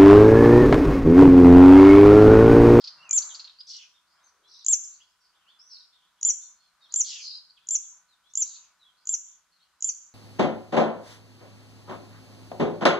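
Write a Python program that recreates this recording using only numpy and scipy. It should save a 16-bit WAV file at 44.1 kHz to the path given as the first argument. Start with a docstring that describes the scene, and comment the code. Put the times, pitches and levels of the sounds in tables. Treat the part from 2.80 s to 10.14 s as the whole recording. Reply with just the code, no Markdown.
"""A small bird in a reed bed, close to the microphone, gives eight sharp high calls: two ticks, then
an arched whistle that falls away, sung with both sides of the syrinx. Farther off, other birds chip,
chirp, buzz and whistle. The reed stems scatter every call into a short tail, different on the left
and right. Behind it all lie a faint distant rush, a thin hum and still air."""
import sys
import numpy as np
from scipy import signal
from scipy.fft import rfft, irfft, next_fast_len
from scipy.io import wavfile
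from scipy.ndimage import uniform_filter1d, map_coordinates

SR = 44100
rng = np.random.default_rng(int(sys.argv[2]) if len(sys.argv) > 2 else 0)


def log_audio(samples):
    """Write samples as a 16-bit WAV file to the path given in sys.argv[1]."""
    # one column per channel
    frames = np.atleast_2d(samples).T
    # limit to full scale, then quantise
    limited = np.clip(frames, -1, 1)
    pcm = np.round(limited * 32767).astype(np.int16)
    wavfile.write(sys.argv[1], SR, pcm)


N = 323694

# spectra of the distant rush and of the air at the microphone: (frequency [Hz], relative density [dB])
RUSH_SPECTRUM = [(210, -44), (350, -15.5), (432, -28.5), (568, -14), (920, -7.5), (958, -3.5), (1340, -1.5),
                 (1980, -11.5), (2400, -15.5), (3120, -37.5), (5280, -120)]
AIR_SPECTRUM = [(20, -20), (50, 0.5), (70, -2.5), (115, -13.5), (175, -1.5), (230, -9.5), (500, -12.5),
                (2000, -6.5), (4300, -4.5), (6500, -6.5), (9500, -11), (12000, -15), (15500, -21.5)]
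# how alike the noise is left and right: (frequency [Hz], correlation [0-1])
STEREO_LIKENESS = [(60, .45), (130, .6), (290, .84), (650, .91), (1430, .85), (3170, .45), (7010, .1)]
# surges of the rush: (crest time [s], rise [s], fall [s], level [dB])
RUSH_SURGES = [(.47, 0.49, .2, -59.5), (1.52, 0.23, 0.24, -71), (2.75, 0.28, 0.29, -77),
               (4.051, 0.28, .45, -74.5), (5.68, 0.098, .45, -71.5)]
# soft low swells: (time [s], width [s], centre [Hz], level [dB])
LOW_SWELLS = [(.22, .13, 150, -77), (1.63, .11, 407.3, -79.5)]
# the hum's two tones: (pitch [Hz], level [dB])
HUM_TONES = [(990, -83), (1487, -80.5)]
# the tail scattered by the stems: (delay [s], relative level [dB])
REED_TAIL = [(.003, 4), (.015, -3), (.04, -9), (.08, -14.5), (.15, -19.5), (.22, -27.5), (.32, -49.5),
             (.4, -57.5)]
# far buzzes: (time [s], length [s], pitch [Hz], swing [Hz], level [dB], low voice's gain [0-1],
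# low voice's pitch drop [share])
BUZZES = [(.0, 0.035, 4830, 595, -55.5, 0.4, 0.1), (0.489, 0.044, 3500, 346, -47.5, 0, 0),
          (0.867, 0.12, 5000, 800, -42.5, 0.35, 0.3), (1.678, 0.18, 4800, 892, -53.5, 0, 0),
          (2.889, .17, 4714, 720, -54, 0.02, 0), (4.239, .11, 4964, 821, -39.5, 0.57, 0.3),
          (4.324, .16, 5650, 1157, -46, 0.1, 0), (4.408, .185, 4610, 521, -40.5, 0.01, 0.063),
          (5.613, .19, 4300, 517.9, -54, 0.11, 0.28)]
# two far slurred whistles: (time [s], pitch [Hz], level before gain [dB])
SINKING_SLUR = [(0.17, 2759, -82.5), (0.178, 2778, -73.5), (0.214, 2719, -60.5), (0.236, 2881, -57),
                (0.296, 2416, -57.5), (0.345, 2307, -60.5)]
ARCHED_SLUR = [(2.785, 4682, -68.5), (2.799, 5174, -54), (2.833, 5850, -63.5), (2.889, 5948, -60),
               (2.915, 5603, -51), (2.923, 5327, -45), (2.941, 4734, -49), (2.975, 4109, -51.5)]
# far chirps: (time [s], length [s], start pitch [Hz], end pitch [Hz], level [dB], upper voice [0-1])
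CHIRPS = [(0.065, 0.0053, 3480, 2800, -48, 0), (.115, .057, 4360, 4450, -66, .3),
          (0.786, 0.027, 4390, 4920, -41.5, 0.04), (.807, 0.0072, 2800, 5200, -42, 0.11),
          (1.136, 0.051, 3610, 3160, -62, 0), (1.428, 0.069, 6250, 5610, -60, 0.01),
          (1.631, 0.054, 3086, 3410, -62, .7), (2.044, 0.011, 5000, 5900, -46, 0.05),
          (2.203, 0.027, 2680, 3426, -54, 0), (2.392, .08, 5520, 4680, -71, 0),
          (2.661, 0.067, 2576, 3630, -58, 0.05), (2.719, 0.064, 3277, 3330, -65.5, 0.14),
          (3.123, 0.046, 3450, 3449, -61, 0.23), (3.603, 0.076, 3480, 3450, -63.5, 0.83),
          (3.751, .15, 4150, 4050, -68, 0.4), (4.005, .07, 3840, 3040, -59.5, 0.64),
          (4.087, 0.047, 3330, 4520, -54, .5), (4.697, .016, 4010, 4720, -47, 0.02),
          (4.767, 0.018, 3555, 2358, -55.5, 0.08), (5.02, 0.041, 3630, 3160, -63, 0.4),
          (5.28, .07, 4230, 3396, -67.5, 0.27), (5.429, 0.12, 3090, 3580, -66, 0.37),
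          (5.991, 0.056, 4060, 3330, -63.5, 0.01), (6.045, 0.056, 3300, 3090, -59.5, 0.1),
          (7.075, .05, 4560, 4550, -52.5, 0.08)]
# fainter chirps arrive with more scatter: (chirp level [dB], scatter over direct sound [dB])
CHIRP_SCATTER = [(-66, 2.5), (-51, -0.5), (-44.5, -3.5)]
# a second bird's harsh chips: (time [s], throat resonance [Hz], level [dB])
CHIPS = [(0.04, 4710, -29), (0.073, 4660, -27), (0.381, 4570, -33), (.420, 4600, -31.5), (0.546, 4630, -31),
         (0.5948, 4510, -30.5), (0.6424, 4430, -35), (0.672, 3820, -40), (.694, 3840, -44)]
# the near bird's calls: (whistle onset [s], length [s], top pitch [Hz], tick [dB], attack [dB],
# hold [dB], fall [dB], left over right [dB])
NEAR_CALLS = [(0.33, 0.062, 7418, -12, -15, -18.5, -13, .9),
              (1.884, 0.062, 7482, -13, -11.5, -19, -11.5, 1), (3.4497, 0.063, 7292, -14, -12, -18, -16, 1),
              (4.160, 0.061, 7408, -13.5, -15, -21.5, -14.5, 0.3),
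              (4.908, 0.059, 7370, -18, -17, -22.5, -16.5, .5),
              (5.574, .061, 7396, -17.5, -15.5, -23.5, -17, .2),
              (6.292, 0.062, 7433, -21, -15.5, -26.5, -18.5, 0),
              (7.044, .061, 7330, -17, -14.5, -28.5, -21, -1.5)]
# its tick: (time from centre [s], pitch over top pitch [ratio], relative level [dB])
TICK_SHAPE = [(-.0026, .56, -48), (-.0013, .76, -11), (-.0004, .93, -2), (.0006, .965, -1.5),
              (.0019, .89, -4.5), (.0027, .8, -18.5), (.004, .72, -50)]
# its whistle, before stretching to each call's length: (time [s], pitch over top pitch [ratio])
WHISTLE_ARCH = [(-.0014, .54), (0, .82), (.001, .968), (.004, .955), (.011, 1.0), (.025, .992), (.04, .97),
                (.047, .918), (.054, .835), (.061, .76)]
# the syrinx's other side falls earlier: (time [s], pitch over top pitch [ratio], level over hold [dB])
SECOND_VOICE = [(.02, .96, -38.5), (.029, .88, -18), (.037, .82, -15.5), (.044, .77, -18.5),
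                (.052, .7, -35.5)]


def amp(db):
    """Decibels to amplitude."""
    return 10 ** (np.asarray(db) / 20)


def along(points, hz):
    """Read (Hz, value) points on a log frequency axis."""
    knots_hz, values = np.transpose(points)
    return np.interp(np.log(hz + 1), np.log(knots_hz + 1), values)


def curves(rows, t):
    """Each column after the first, read at t."""
    times, *columns = np.transpose(rows)
    return [np.interp(t, times, column) for column in columns]


def wobble(t, rate):
    """A smooth random curve, rate knots a second."""
    return map_coordinates(rng.standard_normal(2048), [(t - t[0]) * rate], mode='wrap')


def filtered(x, response):
    """Filter x by a gain that depends on frequency."""
    size = next_fast_len(N + SR // 2)
    return irfft(rfft(x, size) * response(np.fft.rfftfreq(size, 1 / SR)), size)[..., :N]


def tone(hz):
    """A sine that follows a pitch curve."""
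    return np.sin(2 * np.pi * np.cumsum(hz) / SR)


def add(track, s, sound):
    """Mix a stereo sound in at time s."""
    part = track[:, max(round(s * SR), 0):][:, :sound.shape[1]]
    part += sound[:, :part.shape[1]]


def noise(spectrum):
    """Coloured stereo noise of rms 1, most alike left and right in the midrange."""
    def mid_side_gains(hz):
        angle = np.arccos(np.clip(along(STEREO_LIKENESS, hz), -1, 1)) / 2
        return amp(along(spectrum, hz)) * [np.cos(angle), np.sin(angle)]
    mid, side = filtered(rng.standard_normal((2, N)), mid_side_gains)
    stereo = np.array([mid + side, mid - side])
    return stereo / np.sqrt(np.mean(stereo ** 2) + 1e-20)


def background(steady_db=-75.5, flutter_db=1.4):
    """A fluttering distant rush, two low swells and a wavering hum, all slightly left, in still air."""
    t = np.arange(N) / SR
    surges = [amp(db) * np.exp(-((t - s) / np.where(t < s, rise, fall)) ** 2)
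              for s, rise, fall, db in RUSH_SURGES]
    strength = np.sqrt(amp(steady_db) ** 2 + np.sum(np.square(surges), axis=0))
    rush = strength * amp(flutter_db * wobble(t, 7)) * noise(RUSH_SPECTRUM)
    swells = 0
    for s, width, hz, db in LOW_SWELLS:
        band = noise([(hz / 2, -20), (hz, 0), (2 * hz, -12), (6 * hz, -45)])
        swells += amp(db) * np.exp(-((t - s) / width) ** 2) * band
    hum = sum(amp(db + 2.2 * wobble(t, 4.8)) * tone(hz * (1 + .0036 * wobble(t, 6)))
              for hz, db in HUM_TONES)
    return (rush + hum + swells) * amp([[.6], [-.6]]) + amp(-73.5) * noise(AIR_SPECTRUM)


def among_reeds(sound, wet_db, side_db, fade_db_per_s=0):
    """A call reaches the microphone directly, then scattered from countless stems."""
    t = np.arange(SR * 2 // 5) / SR
    tail = amp(curves(REED_TAIL, t)[0] - fade_db_per_s * t) * (t > .002)
    mid, side = rng.standard_normal((2, len(t))) * tail / np.linalg.norm(tail)
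    paths = amp(wet_db) * np.array([mid + amp(side_db) * side, mid - amp(side_db) * side])
    paths[:, 0] = 1  # the direct path
    return signal.fftconvolve(sound[None], paths, axes=1)


def far_voice(t, pitch, db, rough, rasp_db):
    """A far bird's slightly unsteady whistle, with raspy partials beside it."""
    pitch = pitch * (1 + rough * wobble(t, 700))
    rasp = tone(pitch * 2 / 3) + tone(pitch * 4 / 3) + .4 * tone(pitch * 5 / 3)
    return amp(db + 2.9 * wobble(t, 180)) * (tone(pitch) + amp(rasp_db) * rasp)


def glide(length, start_hz, end_hz, db, bow, swing_hz, rough, rasp_db, sweeps_per_s=82):
    """A note swells and fades while its pitch glides along a bow, swept up and down by swing_hz."""
    t = np.arange(max(int(length * SR), 16)) / SR
    progress = t / t[-1]
    arc = np.abs(np.sin(np.pi * progress))
    pitch = (start_hz + (end_hz - start_hz) * progress) * (1 + bow * arc)
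    sweep = swing_hz * np.sin(2 * np.pi * sweeps_per_s * t + .77 * wobble(t, 70))
    return arc ** .48 * far_voice(t, pitch + sweep, db, rough, rasp_db)


def distant_chatter(count=50):
    """Many birds twitter at the edge of hearing, mostly scatter."""
    out = np.zeros((2, N))
    for when, span, height, bend, loud in rng.random((count, 5)):
        hz = 2700 + 2400 * height
        note = glide(.044 + .07 * span, hz, hz * (.86 + .45 * bend), -83.5 + 5 * loud,
                     bow=.055, swing_hz=240, rough=.03, rasp_db=-18.5)
        add(out, when * N / SR, among_reeds(note, wet_db=10.5, side_db=-3.5))
    return out


def buzzing_birds(sag=.09):
    """Far whistles sweep quickly up and down and sag; in the harsh ones a low voice lingers beneath."""
    out = np.zeros((2, N))
    throat = signal.butter(4, 6500, fs=SR, output='sos')  # a small throat dulls the low voice
    for s, length, hz, swing_hz, db, low_gain, drop in BUZZES:
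        high = glide(length, hz * (1 + sag / 2), hz * (1 - sag / 2), db,
                     bow=0, swing_hz=swing_hz, rough=.041, rasp_db=-27.5)
        add(out, s, among_reeds(high, wet_db=-2, side_db=-.5, fade_db_per_s=29.5))
        for harmonic, partial_db in [(1, -2), (2, -4)]:
            start_hz = harmonic * hz * .77
            low = glide(1.7 * length, start_hz, start_hz * (1 - drop), db + partial_db,
                        bow=0, swing_hz=harmonic * swing_hz * .52, rough=.04, rasp_db=-21)
            low = low_gain * signal.sosfilt(throat, low)
            add(out, s, among_reeds(low, wet_db=-1, side_db=-2, fade_db_per_s=37))
    return out


def slurred_whistle(path, gain_db, rough, wet_db):
    """One long far whistle follows a path of pitch and level."""
    out, t = np.zeros((2, N)), np.arange(path[0][0], path[-1][0], 1 / SR)
    pitch, db = curves(path, t)
    note = far_voice(t, pitch, db + gain_db, rough, rasp_db=-37) * signal.windows.tukey(len(t), .1)
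    add(out, t[0], among_reeds(note, wet_db, side_db=1.5, fade_db_per_s=18.5))
    return out


def chirping_birds(upper_ratio=1.17):
    """Two-voiced chirps from deeper in the reeds, each one bowed glide."""
    out = np.zeros((2, N))
    for s, length, start_hz, end_hz, db, upper_gain in CHIRPS:
        wet_db, = curves(CHIRP_SCATTER, db)
        note = sum(gain * glide(length, ratio * start_hz, ratio * end_hz, db,
                                bow=.06, swing_hz=0, rough=.018, rasp_db=-31)
                   for ratio, gain in [(1, 1), (upper_ratio, upper_gain)])
        chirp = among_reeds(note, wet_db, side_db=-1, fade_db_per_s=12)
        add(out, s, chirp / np.hypot(1, amp(wet_db)))
    return out


def chipping_bird():
    """In the middle distance, abrupt stacks of harmonics fall fast through one throat resonance."""
    out, t = np.zeros((2, N)), np.arange(SR // 40) / SR
    blow_db, = curves([(0, -24), (.0015, -1.5), (.006, -4.5), (.011, -8), (.018, -22), (.025, -40)], t)
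    for s, throat_hz, db in CHIPS:
        pitch = (780 + 850 * np.exp(-t / .0098)) * (1 + .024 * wobble(t, 450))
        throat = lambda hz: 1 / (1 + ((hz - throat_hz) / 480) ** 2) / (1 + (hz / 7200) ** 20)
        chip = amp(db + blow_db) * sum(tone(k * pitch) * throat(k * pitch) for k in range(2, 8))
        add(out, s, among_reeds(chip, wet_db=-2.5, side_db=-3.5, fade_db_per_s=14.5))
    return out


def tick(t, top_hz, db):
    """A few milliseconds of tone, flicked up and down in pitch around t = 0."""
    ratio, shape_db = curves(TICK_SHAPE, t)
    opening = amp(db + shape_db) * (t > TICK_SHAPE[0][0]) * (t < TICK_SHAPE[-1][0])
    return uniform_filter1d(opening, size=20) * tone(top_hz * ratio)


def arched_whistle(t, length, top_hz, attack_db, hold_db, fall_db):
    """One side of the syrinx arches and swells as it falls; the other side falls earlier."""
    age = t * .061 / length  # the shapes span a 61 ms whistle
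    effort = [(-.0025, -81.5), (-.0008, attack_db - 21.5), (.0005, attack_db), (.004, attack_db - 2.5),
              (.01, hold_db - 2), (.028, hold_db - .5), (.04, hold_db), (.0475, fall_db),
              (.054, fall_db - .5), (.059, fall_db - 6.5), (.062, fall_db - 18), (.066, -79.5)]
    pitch = top_hz * curves(WHISTLE_ARCH, age)[0] * (1 + .003 * wobble(t, 500))
    envelope = uniform_filter1d(amp(curves(effort, age)[0] + .72 * wobble(t, 250)), size=20)
    second_ratio, second_db = curves(SECOND_VOICE, age)
    second_open = (age > SECOND_VOICE[0][0]) * (age < SECOND_VOICE[-1][0])
    return envelope * tone(pitch) + amp(hold_db + second_db) * second_open * tone(top_hz * second_ratio)


def side_tones(voice, t, shift_hz=3877):
    """Faint copies of the call's high part sound one shift below it, and one and two shifts above."""
    hz = np.fft.rfftfreq(len(t), 1 / SR)
    high = irfft(rfft(voice) / (1 + (5700 / (hz + 1)) ** 20), len(t))
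    shift = np.exp(2j * np.pi * shift_hz * t)
    copies = amp(-35) / shift + amp(-38.5) * shift + amp(-49) * shift ** 2
    return np.real(signal.hilbert(high) * copies)


def near_bird():
    """Close to the microphone: a soft tick, a loud tick, then the two-voiced whistle."""
    out, t = np.zeros((2, N)), np.arange(-SR // 20, SR // 12) / SR
    for s, length, top_hz, tick_db, attack_db, hold_db, fall_db, pan_db in NEAR_CALLS:
        voice = tick(t + .0362, top_hz, tick_db - 19.5) + tick(t + .0188, top_hz, tick_db)
        voice += arched_whistle(t, length, top_hz, attack_db, hold_db, fall_db)
        call = among_reeds(voice, wet_db=-9.5, side_db=-1)
        call += among_reeds(side_tones(voice, t), wet_db=-4, side_db=-3.5)
        add(out, s + t[0], call * amp([[pan_db / 2], [-pan_db / 2]]))
    return out


def scene():
    """The reed bed from one spot: the near bird over the farther birds and the background."""
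    slurs = slurred_whistle(SINKING_SLUR, gain_db=3.5, rough=.011, wet_db=-4.5)
    slurs += slurred_whistle(ARCHED_SLUR, gain_db=0, rough=.0195, wet_db=1)
    birds = near_bird() + chipping_bird() + chirping_birds() + slurs + buzzing_birds()
    return birds + distant_chatter() + background()


def record(dry):
    """The recorder keeps nothing above its band limit."""
    limit_hz = 15700
    return filtered(dry, lambda hz: 1 / (1 + (hz / limit_hz) ** 200))


dry = scene()
out = record(dry)
log_audio(out)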